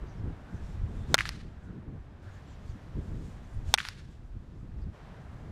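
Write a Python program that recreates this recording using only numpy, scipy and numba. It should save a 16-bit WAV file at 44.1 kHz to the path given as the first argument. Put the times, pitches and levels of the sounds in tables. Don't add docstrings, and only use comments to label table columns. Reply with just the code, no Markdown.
import sys
import numpy as np
from scipy import signal
from scipy.fft import rfft, irfft
from scipy.io import wavfile
from scipy.ndimage import uniform_filter1d
from numba import njit

SR = 44100
rng = np.random.default_rng(int(sys.argv[2]) if len(sys.argv) > 2 else 0)


def decibels_to_gain(level_db):
    exponent = np.asarray(level_db, float) / 20
    return 10 ** exponent


def dump(signal):
    limited = np.clip(np.atleast_2d(signal).T, -1, 1)
    pcm = np.round(limited * 32767).astype(np.int16)
    wavfile.write(sys.argv[1], SR, pcm)


N = 243111
T = np.arange(N) / SR

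BLOW_TIMES = [
    1.1432,
    3.7399,
]
# (time [s], half length [s], leaves lift [dB], rustle lift [dB])
STIR_EVENTS = [(.094, .04, 0, 2), (.55, 0.043, 2.5, 6), (.69, 0.12, 6, 12.5), (.98, 0.11, 2, 11),
               (1.35, 0.18, 4, 8.5), (1.65, .04, -3, 9), (2.36, .04, 1, 7), (2.51, .05, 4.5, -13),
               (2.69, 0.065, 2, 8), (3.07, 0.091, 0, 8), (3.27, 0.1, 2.5, 11), (3.55, 0.086, 0, 8.5),
               (3.95, 0.14, 5.5, 8.5), (4.13, 0.046, 5.5, 10), (4.26, .03, -1, 4), (4.6, .04, -3, 6),
               (4.81, .04, 2.5, 6), (1.87, 0.092, -4, -3.5), (5.13, 0.085, 2.5, -2)]
# (frequency [Hz], level [dB])
AIR_TONE = [(6180, -30), (10500, -2), (14400, -0.5), (15200, -9.5), (15700, -23.5), (16000, -26.5)]


def noise():
    return rng.standard_normal(N)


def grit(spread_db):
    return noise() * decibels_to_gain(spread_db * np.minimum(rng.exponential(size=N), 4))


def colour(x, points):
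    hz, db = np.transpose(points)
    log_hz = np.log(np.arange(N // 2 + 1) * SR / N + 1)
    response = decibels_to_gain(np.interp(log_hz, np.log(hz), db, left=-120, right=-120))
    y = irfft(rfft(x) * response, N)
    return y / y.std()


def walk(rate_hz):
    k = int(SR / rate_hz)
    held = np.repeat(rng.standard_normal(N // k + 1), k)
    return 1.7 * uniform_filter1d(uniform_filter1d(held, k), k)[:N]


def swells(rows):
    return sum(np.outer(lift, np.exp(-((T - s) / half) ** 2)) for s, half, *lift in rows)


def add(out, s, x):
    i = int(s * SR)
    out[i:i + len(x)] += x


def wavelet(t, hz, cycles):
    return -np.cos(2 * np.pi * hz * t) * np.exp(-(2 * t * hz / cycles) ** 2)


@njit
def svf(x, hz, q):
    y, b, l = np.empty(len(x)), 0., 0.
    for i in range(len(x)):
        g = np.tan(np.pi * hz[i] / SR)
        v = (b + g * (x[i] - l)) / (1 + g * (g + 1 / q))
        b, l, y[i] = 2 * v - b, l + 2 * g * v, v / q
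    return y


@njit
def gain_control(x, top, attack_s, release_s):
    y, e = np.empty(len(x)), 0.
    for i in range(len(x)):
        a = abs(x[i])
        e += (a - e) / (SR * (attack_s if a > e else release_s))
        y[i] = x[i] * min(1., top / (e + 1e-9))
    return y


def stepped_gain(column):
    # (time [s], hiss [dB], traffic [dB], breeze [dB])
    stretches = [
        (0, -64, -57, -0.5),
        (1.149, -70, -62, -4.5),
        (2.222, -63.5, -60.5, 1.5),
        (3.747, -69, -67, -3.5),
        (4.93, -64.5, -58, 2),
    ]
    columns = np.transpose(stretches)
    current = np.searchsorted(columns[0], T, "right").clip(1) - 1
    return uniform_filter1d(columns[column][current], int(0.02 * SR))


def with_swing(level_db, column):
    # (lead [s], traffic [dB], leaves [dB], rustle [dB])
    rushes = [
        (.08, -54, -64, -66),
        (0.102, -56.5, -62.5, -64.5),
    ]
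    gain = decibels_to_gain(level_db)
    for hit, row in zip(BLOW_TIMES, rushes):
        rise = np.clip((T - hit + row[0]) / 0.05, 0, 1) * (T < hit)
        gain = np.hypot(gain, decibels_to_gain(row[column]) * rise)
    return gain


def wind():
    # (time [s], level [dB])
    push = [(0, -45.5), (.42, -43.5), (.8, -41), (1.12, -37), (1.25, -41.5), (1.55, -47.5), (2.1, -48),
            (2.6, -48), (2.9, -45), (3.13, -36.5), (3.5, -46.5), (3.72, -38.5), (3.82, -49), (3.95, -46),
            (4.4, -47), (4.85, -41.5), (5.02, -48), (5.51, -43.5)]
    # (time [s], half length [s], rumble lift [dB], flap lift [dB])
    eddies = [(.036, 0.025, 9, 6.5), (.25, 0.066, 9, 9), (.404, 0.043, -5.5, -0.5), (.548, 0.017, 9, 6.5),
              (.644, 0.028, 7.5, 1), (.76, 0.046, 0, -1), (.836, 0.043, 7.5, 0), (1.13, 0.037, 2.5, 11),
              (1.45, 0.04, 1, 6.5), (1.75, 0.084, 0, 11.5), (1.89, .04, 1, 4), (1.96, 0.036, 1, 9),
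              (2.0, 0.025, 3, -2), (2.21, 0.017, -7, 2), (2.27, 0.073, 3.5, -2), (2.35, 0.017, 3, 2.5),
              (2.72, 0.033, 6.5, 1), (2.8, 0.023, -7, -3), (2.98, 0.021, 10, 11), (3.57, .03, 8.5, -3.5),
              (3.69, 0.052, 3, -2.5), (3.846, 0.028, -9.5, -1.5), (3.886, .02, 4.5, -7),
              (4.24, 0.029, 2, 1), (4.36, .04, 9.5, 5.5), (4.434, .025, -4, -1), (4.544, .03, -5, 2),
              (4.73, .04, 1, -4), (4.89, .025, 5, 2), (4.96, 0.044, -7, -2.5), (5.38, 0.035, -1.5, 1)]
    # (frequency [Hz], level [dB])
    rumble_tone = [(8.8, -39), (15, -5), (32, -1.5), (50, 0), (99, -2), (160, -14), (210, -41), (350, -120)]
    # (frequency [Hz], level [dB])
    flap_tone = [(76, -35), (130, -1.5), (177, -3.5), (269, -10.5), (306, -12), (500, -22.5), (650, -52.5),
                 (1100, -120)]
    push_db = np.interp(T, *np.transpose(push))
    rumble_db, flap_db = swells(eddies)
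    lumps = walk(25)
    rumble = colour(noise(), rumble_tone) * decibels_to_gain(rumble_db + lumps)
    flap_db = flap_db - 6.5 + 0.68 * lumps + 1.5 * walk(40)
    flap = colour(noise(), flap_tone) * decibels_to_gain(flap_db)
    return decibels_to_gain(push_db) * (rumble + flap)


def traffic():
    # (frequency [Hz], level [dB])
    traffic_tone = [(240, -23.5), (400, -8), (490, -14), (577, -8.5), (770, -10.5), (1390, -16),
                    (1620, -15.5), (4000, -35.5), (5200, -62.5), (8800, -120)]
    # (time [s], half length [s], lift [dB])
    carries = [(.65, 0.12, 0), (1.76, 0.097, 1.5), (2.3, .1, -0.5), (4.8, 0.11, 4), (5.14, 0.075, 2)]
    gain = with_swing(stepped_gain(2) + swells(carries)[0], 1)
    return colour(noise(), traffic_tone) * gain * decibels_to_gain(0.44 * walk(12))


def leaves():
    # (frequency [Hz], level [dB])
    leaf_tone = [(1470, -29.5), (2500, -1), (3490, 0.5), (4780, -5), (6000, -9), (7800, -37.5),
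                 (13200, -120)]
    still_db = -74.5
    gain = with_swing(still_db + swells(STIR_EVENTS)[0] + stepped_gain(3), 2)
    return colour(noise(), leaf_tone) * gain * decibels_to_gain(0.8 * walk(6.7))


def rustle():
    # (frequency [Hz], level [dB])
    rustle_tone = [(2940, -28.5), (5000, -4), (5500, -4), (7290, -1), (8470, -6), (10800, -14.5),
                   (12000, -17), (15600, -44.5), (22000, -120)]
    still_db = -85
    gain = with_swing(still_db + swells(STIR_EVENTS)[1] + stepped_gain(3), 3)
    grains = colour(grit(2.3), rustle_tone) + decibels_to_gain(-14.5) * colour(noise(), AIR_TONE)
    return grains * gain * decibels_to_gain(2.0 + 0.64 * walk(21))


def hiss():
    # (frequency [Hz], level [dB])
    hiss_tone = [(260, -30), (450, -2), (547, -2), (774, -6), (1060, -6.5), (1250, -7.5), (1750, -11.5),
                 (2550, -16), (2790, -18.5), (7200, -25.5), (10800, -33), (13400, -37.5), (16500, -54.5)]
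    floor = colour(noise(), hiss_tone) + decibels_to_gain(-26.5) * colour(noise(), AIR_TONE)
    return floor * decibels_to_gain(stepped_gain(1))


def squeaks():
    # (time [s], length [s], start [Hz], end [Hz], level [dB])
    chirps = [(0.067, .08, 6240, 5750, -70), (0.064, .05, 4700, 4800, -71), (.166, .04, 5500, 5200, -72),
              (.42, 0.21, 1400, 1680, -59.5), (.53, .07, 6200, 6300, -73), (.625, .066, 5630, 5200, -72),
              (0.953, 0.15, 3420, 3580, -67.5), (1.067, 0.021, 4200, 4200, -68),
              (1.599, 0.18, 1500, 1490, -63.5), (2.224, 0.12, 1460, 1600, -59),
              (2.341, 0.064, 1700, 1700, -60.5), (2.308, .076, 6700, 6700, -73),
              (2.459, 0.1, 7600, 6950, -71), (2.5, .05, 6200, 5700, -72), (2.67, .043, 4800, 4400, -68),
              (2.68, .051, 7300, 5760, -70), (2.74, 0.083, 1740, 1770, -67), (3.22, .09, 7300, 7400, -77),
              (3.44, 0.017, 6200, 6200, -70), (3.532, .025, 9600, 9500, -72), (4.81, .035, 4800, 4790, -70)]
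    out = np.zeros(N)
    for s, length, start_hz, end_hz, db in chirps:
        u = np.linspace(0, 1, int(length * SR))
        hz = start_hz + (end_hz - start_hz) * u
        q = start_hz / (210 + 0.083 * start_hz)
        x = rng.standard_normal(len(u))
        x = svf(svf(x, hz, q), hz, q)
        swell = np.sqrt(np.sin(np.pi * u).clip(0))
        add(out, s, decibels_to_gain(db - 2.5) * swell * x / x.std())
    return out


def bat():
    # (frequency [Hz], t60 [s], level [dB])
    bat_modes = [
        [(418, 0.004, -14), (677, 0.0064, 0.5), (1400, .016, -6.5), (2230, 0.009, -10), (3685, .008, 1.5),
         (4187, 0.009, -1), (5250, 0.0048, -3), (6320, 0.0063, -2), (7470, 0.0054, -10.5)],
        [(150, .016, -20), (830, 0.0069, 5), (1490, 0.012, -2), (1740, 0.0078, -9), (2770, 0.0093, -4.5),
         (3537, 0.0056, 9.5), (4390, 0.01, 2), (5480, 0.005, 1.5), (6200, 0.008, -2), (7930, 0.0044, 1.5)],
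    ]
    # (delay [s], level [dB])
    rattles = [
        [(.0022, -11), (.007, -9), (.0125, -28.5), (.028, -40.5)],
        [(.0015, -5.5), (.0065, -11), (.0125, -30), (.018, -44), (.023, -44.5)],
    ]
    # (frequency [Hz], level [dB])
    rattle_tones = [
        [(240, -42.5), (400, -25.5), (1290, 3.5), (2930, -13.5), (3640, -11.5), (6340, -21.5), (7170, -23),
         (11000, -26), (16000, -44.5)],
        [(240, -42.5), (400, -11), (777, 1), (3690, -2.5), (4880, -10.5), (6050, -5.5), (6640, -22),
         (9040, -12.5), (16000, -44.5)],
    ]
    out, t = np.zeros(N), T[:1500]
    for s, modes, rebounds, tone in zip(BLOW_TIMES, bat_modes, rattles, rattle_tones):
        ring = 0
        for hz, t60, db in modes:
            push = np.sign(2000 - hz)
            decay = decibels_to_gain(db - 60 * t / min(t60, 0.016))
            ring = ring + push * decay * np.sin(2 * np.pi * hz * t)
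        add(out, s, decibels_to_gain(6) * ring * (1 - np.exp(-t / 0.00008)))
        size = 0
        for late, db in rebounds:
            away_db = np.maximum(4000.5 * (late - t), 5499 * (t - late))
            size = size + decibels_to_gain(db - away_db)
        add(out, s, colour(grit(0.27), tone)[int(s * SR):][:len(t)] * size)
    return out


def slaps():
    arrivals = [
        [1.1808, 1.1833, 1.1887, 1.2000, 1.2077, 1.2551, 1.2610, 1.2917],
        [3.7775, 3.7815, 3.7849, 3.7965, 3.8033, 3.8516, 3.8575, 3.8873],
    ]
    # (peak [dB], bright edge [dB])
    strengths = [
        [(-16.5, -11.5), (-25.5, -20), (-11, -12), (-27.5, 0), (-12.5, -29), (-21, -6.5), (-36, -22),
         (-19.5, 0.5)],
        [(-20.5, -5.5), (-22, -21), (-11, -11), (-42, -5), (-21, -2), (-22.5, -9), (-34, -20), (-24, 2.5)],
    ]
    # (centre [Hz], length [cycles], bright edge centre [Hz], tick [dB])
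    walls = [(1900, 1.8, 5700, -16), (1600, 2.4, 1900, -39.5), (2170, 1.3, 2800, -30),
             (1770, 0.91, 2000, -25), (1700, 1.86, 3300, -47), (1530, 0.89, 3900, -35),
             (1500, 1.2, 7900, -30), (1500, 0.67, 4730, -6.5)]
    # (delay [s], level [dB])
    posts = [(.0485, -45), (.058, -52), (0.062, -56), (0.067, -57), (.076, -50), (.079, -50), (.086, -54),
             (0.096, -61), (.101, -46), (.118, -52), (.128, -54), (.132, -52), (.139, -45)]
    trail_db, trail_s, grain_s = -8, 0.002, 0.0023
    lead = T[200]
    out, t = np.zeros(N), T[:1000] - lead
    tick = wavelet(t + 0.0003, 10500, 1.8)
    for times, levels in zip(arrivals, strengths):
        for s, (db, edge_db), (hz, cycles, edge_hz, tick_db) in zip(times, levels, walls):
            edge = decibels_to_gain(edge_db) * wavelet(t + 0.00036, edge_hz, 2.3) + decibels_to_gain(tick_db) * tick
            chance = rng.standard_normal(len(t))
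            centre = hz + 0 * t
            trail = svf(svf(chance, centre, 1.0), centre, 1.0)
            trail = decibels_to_gain(trail_db) * 2 * trail * np.exp(-t / trail_s) * (t > 0)
            grains = svf(chance[::-1].copy(), 1.15 * edge_hz + 0 * t, 1.2)
            grains = decibels_to_gain(trail_db - 7) * grains * np.exp(-t / grain_s) * (t > 0)
            add(out, s - lead, decibels_to_gain(db) * (wavelet(t, hz, cycles) + edge + trail + grains))
    for hit in BLOW_TIMES:
        for delay, db in posts:
            add(out, hit + delay - lead, decibels_to_gain(db) * tick)
    out = signal.sosfilt(signal.butter(4, 13500, fs=SR, output="sos"), out)
    return signal.sosfilt(signal.butter(2, 850, "high", fs=SR, output="sos"), out)


def scatter():
    # (delay [s], rise [s], level [dB], t60 [s])
    groups = [
        (.038, .006, -39.5, 0.34),
        (0.099, 0.016, -46.5, 0.62),
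        (.17, 0.065, -61.5, 0.89),
    ]
    # (frequency [Hz], level [dB])
    scatter_tone = [(350, -42), (600, -17), (1660, 4), (1830, 2.5), (2540, -2), (4340, -2.5), (10500, -19),
                    (14500, -35.5), (16000, -57)]
    blow_levels = [
        0,
        -0.5,
    ]
    wash = colour(grit(2.0), scatter_tone) * decibels_to_gain(1.5 * walk(150))
    dull = signal.lfilter(*signal.butter(1, 5000, fs=SR), wash)
    out = 0
    for hit, blow_db in zip(BLOW_TIMES, blow_levels):
        t = np.clip(T - hit, 0, 1)
        size = 0
        for late, rise, db, t60 in groups:
            onset = np.clip((t - late) / rise, 0, 1)
            size = size + onset * decibels_to_gain(db - 60 * (t - late - rise).clip(0) / t60)
        size = size * decibels_to_gain(blow_db - 60 * t ** 2)
        dulling = np.clip(t / 0.9, 0, 1)
        out = out + size * (wash + dulling * (dull - wash))
    return out


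def scene():
    background = wind() + traffic() + leaves() + rustle() + hiss() + squeaks()
    return (background + bat() + slaps() + scatter())[None]


def top_cut(x):
    return signal.sosfilt(signal.butter(12, 17130, fs=SR, output="sos"), x)


def record(dry):
    x = gain_control(dry[0], 0.15, 0.003, 0.029)
    x = np.clip(x, -0.46, 0.48)
    x = signal.lfilter(*signal.butter(1, 14000, fs=SR), x)
    x = signal.sosfilt(signal.butter(10, 16250, fs=SR, output="sos"), x)
    x = x * np.clip((T[-1] - T) / 0.004, 0, 1)
    return top_cut(x[None])


dry = scene()
out = record(dry)
dump(out)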